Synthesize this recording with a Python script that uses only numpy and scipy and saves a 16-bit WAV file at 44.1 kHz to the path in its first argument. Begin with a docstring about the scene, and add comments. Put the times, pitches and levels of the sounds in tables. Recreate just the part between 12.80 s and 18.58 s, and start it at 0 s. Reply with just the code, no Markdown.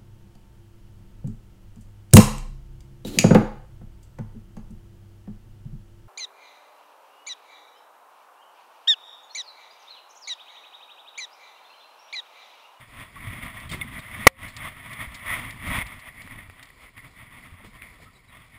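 """On a small boat drifting down a river, microphone inside the case of a body-worn camera.
From the start water washes along the hull and a jacket rubs over the case in uneven swells.
Near 1 s a wavelet breaks and a landing net is lifted, gear ticking; at 1.5 s a hard knock overloads
the microphone. After 3 s the rubbing eases, a few plops follow, and near the end a bird calls far off.
Throughout, the recorder holds each sample at a low rate, mirroring the sound into a thin treble sheen."""
import sys
import numpy as np
from scipy import signal
from scipy.fft import rfft, irfft
from scipy.io import wavfile

SR = 44100
rng = np.random.default_rng(int(sys.argv[2]) if len(sys.argv) > 2 else 0)


def store_wav(level_fs):
    """Save 16-bit WAV to argv[1]."""
    pcm = np.round(np.clip(np.atleast_2d(level_fs), -1, 1) * 32767)
    wavfile.write(sys.argv[1], SR, pcm.T.astype(np.int16))


N = 254898
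TIME = np.arange(N) / SR


def jacket_rub(rustle_db=4.5, ring_db=-4.5, rumble_db=-0.5, flutter_db=1.4, catch_db=2.5, jostle_db=2.15):
    """Cloth sticks and slips right at the microphone: it rustles, rings the case and jostles it."""
    # Spectrum of the sliding cloth. Each row: frequency in Hz, relative level in dB.
    rustle_spectrum = [(220, -45), (380, -20), (456, -25), (635, -11), (844, -17), (957, -9.5), (1120, -6),
                       (1650, -14.5), (1940, -3), (2200, -7.5), (2960, -15.5), (3430, -11.5), (4070, -28),
                       (4720, -29), (5800, -30), (7540, -60.5), (12800, -120)]
    # Spectrum of the case being pushed about. Each row: frequency in Hz, relative level in dB.
    rumble_spectrum = [(12, -32), (20, -1), (49, -6), (113, 1.5), (161, -8), (271, -7.5), (325, -18.5),
                       (405, -29), (450, -27.5), (580, -59.5), (990, -120)]
    rustle_gain, ring_gain, rumble_gain = jacket_strokes()
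    pressure_db = flutter_db * drift(35)
    slips = rng.standard_normal(N) * from_db(-0.5 * drift(400))  # fine grain
    rustle = colour(slips, rustle_spectrum)
    shell = rms_one(band(rng.standard_normal(N), 1843, 2281, order=3))
    # the shell sings in short spurts whenever the cloth catches
    spurts = rms_one(from_db(pressure_db + catch_db * drift(25)))
    rumble = colour(rng.standard_normal(N), rumble_spectrum)
    jostle = rms_one(from_db(jostle_db * drift(14)))
    return (from_db(rustle_db + pressure_db) * rustle_gain * rustle
            + from_db(ring_db) * ring_gain * shell * spurts
            + from_db(rumble_db + pressure_db) * rumble_gain * rumble * jostle)


def jacket_strokes(drop_db=9, roundness=1.38):
    """Gains of rustle, ring and rumble: each stroke swells and dies away, and overlaps add in power."""
    # Strokes over the case. Each row: crest in seconds, relative level in dB, rise and fall in seconds
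    # (each spans drop_db), offsets of the ring and of the rumble in dB.
    strokes = [(0.012, -51, 0.016, 0.041, -11, 0), (0.225, -47.5, .11, 0.056, -11, 0),
               (0.365, -52, 0.02, 0.033, -12, -11), (0.48, -46.5, 0.099, 0.27, 8, 7),
               (0.661, -43.5, 0.054, 0.057, 8, 6), (0.798, -47.5, 0.059, 0.051, 3, 4),
               (0.931, -43, 0.021, 0.028, 6, 6), (1.046, -48, 0.26, 0.051, -1, 9.5),
               (1.18, -46.5, 0.11, 0.029, 7, 7), (1.445, -43, .2, 0.029, 9, 3.5),
               (1.652, -44, 0.054, 0.043, 5.5, 1.5), (1.876, -42, 0.092, 0.024, 6, 0.5),
               (2.1, -48.5, 0.29, 0.37, 7.5, 2), (2.225, -40, 0.034, 0.022, 12.5, -1),
               (2.526, -34, 0.053, 0.07, 9.5, -2), (2.66, -46, 0.27, 0.12, 8.5, 3.5),
               (2.886, -40, 0.061, .03, 9, 9), (2.964, -32, 0.072, 0.044, 5, 0),
               (3.023, -38.5, 0.044, 0.0065, 12, 4), (3.075, -48, 0.029, 0.16, 11, 2.5),
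               (3.279, -46, 0.021, 0.017, 9, -4.5), (3.41, -55.5, 0.085, 0.037, 17, 6.5),
               (3.546, -50.5, .1, 0.11, 10, 8), (3.812, -55.5, 0.085, 0.11, 3, -2),
               (4.04, -53.5, 0.044, 0.044, 9.5, -7.5), (4.179, -54.5, 0.027, 0.022, 9, 4.5),
               (4.256, -53.5, 0.034, 0.027, 6.5, 3.5), (4.408, -54.5, 0.055, 0.062, 6, 1.5),
               (4.529, -55, 0.036, .072, 9, 4), (4.665, -54, 0.088, 0.019, 10, 0.5),
               (4.86, -57, 0.34, 0.029, 2, 6), (4.96, -56, 0.038, 0.045, 6.5, 7.5),
               (5.035, -54.5, 0.035, 0.065, 15.5, 6.5), (5.16, -61, 0.056, 0.19, 7.5, 4.5),
               (5.564, -55, 0.081, 0.12, 1.5, 1.5), (5.76, -59, 0.036, 0.031, 8, 0)]
    t, power = TIME[::40], 0
    for crest, db, rise_s, fall_s, ring_db, rumble_db in strokes:
        from_crest = np.abs((t - crest) / np.where(t < crest, rise_s, fall_s))
        level_db = db - drop_db * from_crest ** roundness  # roundness 1 is pointed, 2 a bell
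        power = power + from_db(level_db + np.array([[0], [ring_db], [rumble_db]])) ** 2
    return [np.interp(TIME, t, np.sqrt(layer)) for layer in power]


def knock(start=1.468, contact_s=0.0015, judder_s=0.0083, stop_s=0.00065, crack_db=-20, hull_db=-41):
    """A hard hit on the case: a shove, a judder cut off as contact ends, a crack, a faint hull note."""
    # Flexing of the case and its mount. Each row: frequency in Hz, gain in dB, t60 in seconds.
    flex_modes = [(125, 4, .025), (282, 16.7, .0101), (497, 19.8, .0125), (719, 12.8, .0099),
                  (1140, 13.9, .0225), (1970, 9.1, .064), (2220, 6.7, .078)]
    # Modes of the hull. Each row: frequency in Hz, relative gain in dB, t60 in seconds.
    hull_modes = [(534, -4, 0.3), (730, -7, 0.18), (1082, -20.5, 0.26)]
    t = TIME[:SR // 2]
    blow = signal.unit_impulse(len(t))
    shove = np.minimum(t / contact_s, 1) ** 2
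    release = 1 / (1 + np.exp(np.minimum((t - judder_s) / stop_s, 50)))
    crack = peak_one(band(burst(t60=0.035), 900, 4000))
    out = np.zeros(N)
    add(out, start, shove * release * ring(blow, flex_modes))
    add(out, start + judder_s, from_db(crack_db) * crack)
    add(out, start, from_db(hull_db) * ring(blow, hull_modes))
    return out


def case_taps(gain_db=1.5):
    """Light taps ring the plastic case around the microphone."""
    # Taps on the case. Each row: start in seconds, peak in dB before gain_db.
    taps = [(0.3576, -37), (1.0134, -26), (3.0627, -43), (3.4757, -32.5), (3.6987, -30), (3.7954, -35),
            (3.8268, -37), (3.903, -40), (4.1792, -31), (5.021, -28.5)]
    # Modes of the case. Each row: frequency in Hz, relative gain in dB, t60 in seconds.
    case_modes = [(640, -12, 0.043), (1220, -37, 0.012), (1960, 21, 0.028), (2340, 21, 0.012),
                  (2500, -9, 0.02), (3510, -4, 0.03)]
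    out = np.zeros(N)
    for start, db in taps:
        tap = peak_one(ring(burst(t60=0.0066), case_modes))
        add(out, start, from_db(db + gain_db) * tap)
    return out


def net_ticks(gain_db=1, lifting_s=(1, 4.2), faint_count=16, faint_db=(-53, -45), faint_t60=0.045):
    """Net and gear tick brightly close by; fainter ticks come at random while the net is lifted."""
    # The distinct ticks. Each row: start in seconds, peak in dB before gain_db, t60 in seconds.
    ticks = [(0.8011, -37.5, 0.033), (0.8919, -37, 0.16), (0.9133, -30, 0.18), (1.1897, -41, .08),
             (1.6801, -39, 0.21), (1.7659, -30, 0.04), (2.1316, -37, 0.043), (2.3441, -33.5, 0.1),
             (2.7077, -33.5, 0.018), (2.8769, -38, 0.068), (3.0659, -36.5, 0.056), (3.1946, -43.5, 0.073),
             (3.4186, -37, 0.032), (3.8272, -38, 0.045)]
    faint = [(rng.uniform(*lifting_s), rng.uniform(*faint_db), faint_t60) for _ in range(faint_count)]
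    out = np.zeros(N)
    for start, db, t60 in [*ticks, *faint]:
        tick = peak_one(band(burst(t60), 1830, 5000, order=3))
        add(out, start, from_db(db + gain_db) * tick)
    return out


def gear_bumps(gain_db=-2):
    """Gear bumps close by, each thud one low, dying sine."""
    # Dull bumps. Each row: start in seconds, level in dB before gain_db, pitch in Hz.
    bumps = [(0.471, -26, 109), (0.914, -29, 171), (1.047, -34, 227), (2.272, -30.5, 61),
             (3.029, -29.5, 50), (3.687, -37, 92.8), (4.721, -34.5, 89)]
    out, decay = np.zeros(N), fade(t60=0.16)
    for start, db, hz in bumps:
        thud = decay * np.sin(2 * np.pi * hz * TIME[:len(decay)])
        add(out, start, from_db(db + gain_db) * thud)
    return out


def squeaks():
    """Wet cloth and rubber give short, high squeaks near the microphone."""
    # Squeaks. Each row: start and length in seconds, first and target pitch in Hz, level in dB.
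    notes = [(.892, 0.021, 3340, 3060, -38), (.913, 0.018, 3560, 3650, -35),
             (1.012, 0.0054, 3590, 3330, -28.5), (1.0125, 0.015, 2210, 2090, -23),
             (1.019, 0.018, 2090, 2000, -35), (1.19, 0.023, 3760, 3720, -47)]
    return glides(notes, settle_s=0.0081, waver=0.0065)


def splashes(gain_db=-3, spray_db=-4, rise_s=0.0068):
    """Wavelets swell against the side of the boat, slap and break into longer-lasting spray."""
    # Wavelets. Each row: start in seconds, peak in dB before gain_db, t60 of the slap in seconds.
    wavelets = [(0.917, -32.5, 0.085), (0.936, -32.5, 0.075), (4.039, -48, 0.3), (4.843, -35.5, 0.07)]
    out = np.zeros(N)
    for start, db, t60 in wavelets:
        slap = peak_one(band(burst(t60), 230, 490))
        spray = peak_one(band(burst(t60 * 3.1), 1300, 4000))
        swell = 1 - np.exp(-TIME[:len(slap)] / rise_s)
        splash = peak_one(swell * (slap + from_db(spray_db) * spray))
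        add(out, start, from_db(db + gain_db) * splash)
    return out


def plops():
    """Water plops beside the hull in short, rising tones."""
    # Plops. Each row: start and length in seconds, first and target pitch in Hz, level in dB.
    notes = [(.358, .025, 1135, 1215, -39), (.925, 0.095, 330, 382, -49.5), (4.797, 0.018, 556, 640, -52),
             (4.798, 0.014, 860, 970, -52), (4.836, 0.016, 360, 448, -50), (4.87, 0.035, 191, 225, -46.5),
             (5.201, 0.0056, 630, 825, -47), (5.25, 0.055, 1250, 1280, -52)]
    return glides(notes, settle_s=0.018, waver=0.049)


def river(level_db=-58.5, lap_db=3.2):
    """The current washes along the hull, a quiet, lapping bed under everything."""
    # Spectrum of the wash. Each row: frequency in Hz, relative level in dB.
    wash_spectrum = [(18, -28.5), (30, -2.5), (128, -10.5), (296, -21), (471, -21.5), (574, -25),
                     (781, -21.5), (853, -32.5), (996, -18), (1650, -31), (2250, -15.5), (2570, -30.5),
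                     (3490, -29.5), (4970, -28.5), (5800, -37), (7540, -74), (12800, -120)]
    lapping = from_db(level_db + lap_db * drift(5.5))
    return lapping * colour(rng.standard_normal(N), wash_spectrum)


def far_bird():
    """A bird far from the boat gives three faint, falling notes."""
    # The call. Each row: start and length in seconds, first and target pitch in Hz, level in dB.
    notes = [(5.33, 0.0092, 4820, 4300, -62.5), (5.343, 0.041, 4120, 3840, -58),
             (5.473, 0.039, 3950, 3840, -59)]
    return glides(notes, settle_s=0.012, waver=0.01)


def glides(notes, settle_s, waver):
    """Short, slightly unsteady tones that slide towards a target pitch."""
    out, wobble = np.zeros(N), drift(250)
    for start, length, first_hz, target_hz, db in notes:
        t = TIME[:int(length * SR)]
        hz = target_hz + (first_hz - target_hz) * np.exp(-t / settle_s)
        hz *= 1 + waver * wobble[int(start * SR):][:len(t)]
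        arch = np.sin(np.pi * t / length)
        add(out, start, from_db(db) * arch * np.sin(2 * np.pi * np.cumsum(hz) / SR))
    return out


def from_db(db):
    """Decibels to gain."""
    return 10 ** (np.asarray(db) / 20)


def rms_one(x):
    """Scale to rms 1."""
    return x / np.sqrt(np.mean(x ** 2) + 1e-20)


def peak_one(x):
    """Scale to peak 1."""
    return x / (np.abs(x).max() + 1e-12)


def band(x, low_hz, high_hz, order=2):
    """Causal band-pass."""
    sos = signal.butter(order, [low_hz, min(high_hz, .45 * SR)], "band", fs=SR, output="sos")
    return signal.sosfilt(sos, x + 1e-18)


def colour(x, spectrum):
    """Shape x with a spectrum drawn on a log-frequency axis; rms 1."""
    hz, db = np.transpose(spectrum)
    bins = np.maximum(np.fft.rfftfreq(N, 1 / SR), 1)
    gain = from_db(np.interp(np.log(bins), np.log(np.sort(hz)), db))
    return rms_one(irfft(rfft(x) * gain, N))


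def drift(rate_hz):
    """Random wander, mostly slower than rate_hz; rms 1."""
    bins = np.fft.rfftfreq(N, 1 / SR)
    return rms_one(irfft(rfft(rng.standard_normal(N)) / (1 + (bins / rate_hz) ** 2), N))


def ring(x, modes):
    """Drive parallel resonators with x; each rings as a damped sine."""
    out = 0
    for hz, db, t60 in modes:
        radius, angle = from_db(-60 / (t60 * SR)), 2 * np.pi * hz / SR
        feedback = [1, -2 * radius * np.cos(angle), radius * radius]
        out = out + from_db(db) * signal.lfilter([0, np.sin(angle)], feedback, x + 1e-18)
    return out


def fade(t60):
    """A third of a second of exponential decay, falling 60 dB in t60 seconds."""
    return np.exp(-np.log(1000) * TIME[:SR // 3] / max(t60, 1e-4))


def burst(t60):
    """A dying spray of tiny contacts."""
    decay = fade(t60)
    return decay * rng.standard_normal(len(decay))


def add(out, start, sound):
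    """Mix a sound in at start seconds."""
    at = int(start * SR)
    out[at:at + len(sound)] += sound[:N - at]


def scene():
    """Water around the boat, handling at the microphone and a bird in the distance, in mono."""
    water = river() + splashes() + plops()
    handling = jacket_rub() + case_taps() + net_ticks() + gear_bumps() + knock() + squeaks()
    return (water + handling + far_bird())[None]


def record(dry, hold_hz=12000, cutoff_hz=15550):
    """A slow converter overloads at full scale and holds each sample, mirroring sound about its rate."""
    slow = np.clip(signal.resample_poly(dry, hold_hz, SR, axis=1), -1, 1)
    steps = np.repeat(slow, 8, axis=1)
    held = signal.resample_poly(steps, SR, 8 * hold_hz, axis=1)[:, :N]
    treble_cut = signal.firwin(201, cutoff_hz, fs=SR)
    return signal.fftconvolve(held, treble_cut[None], mode="same")


dry = scene()
out = record(dry)
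store_wav(out)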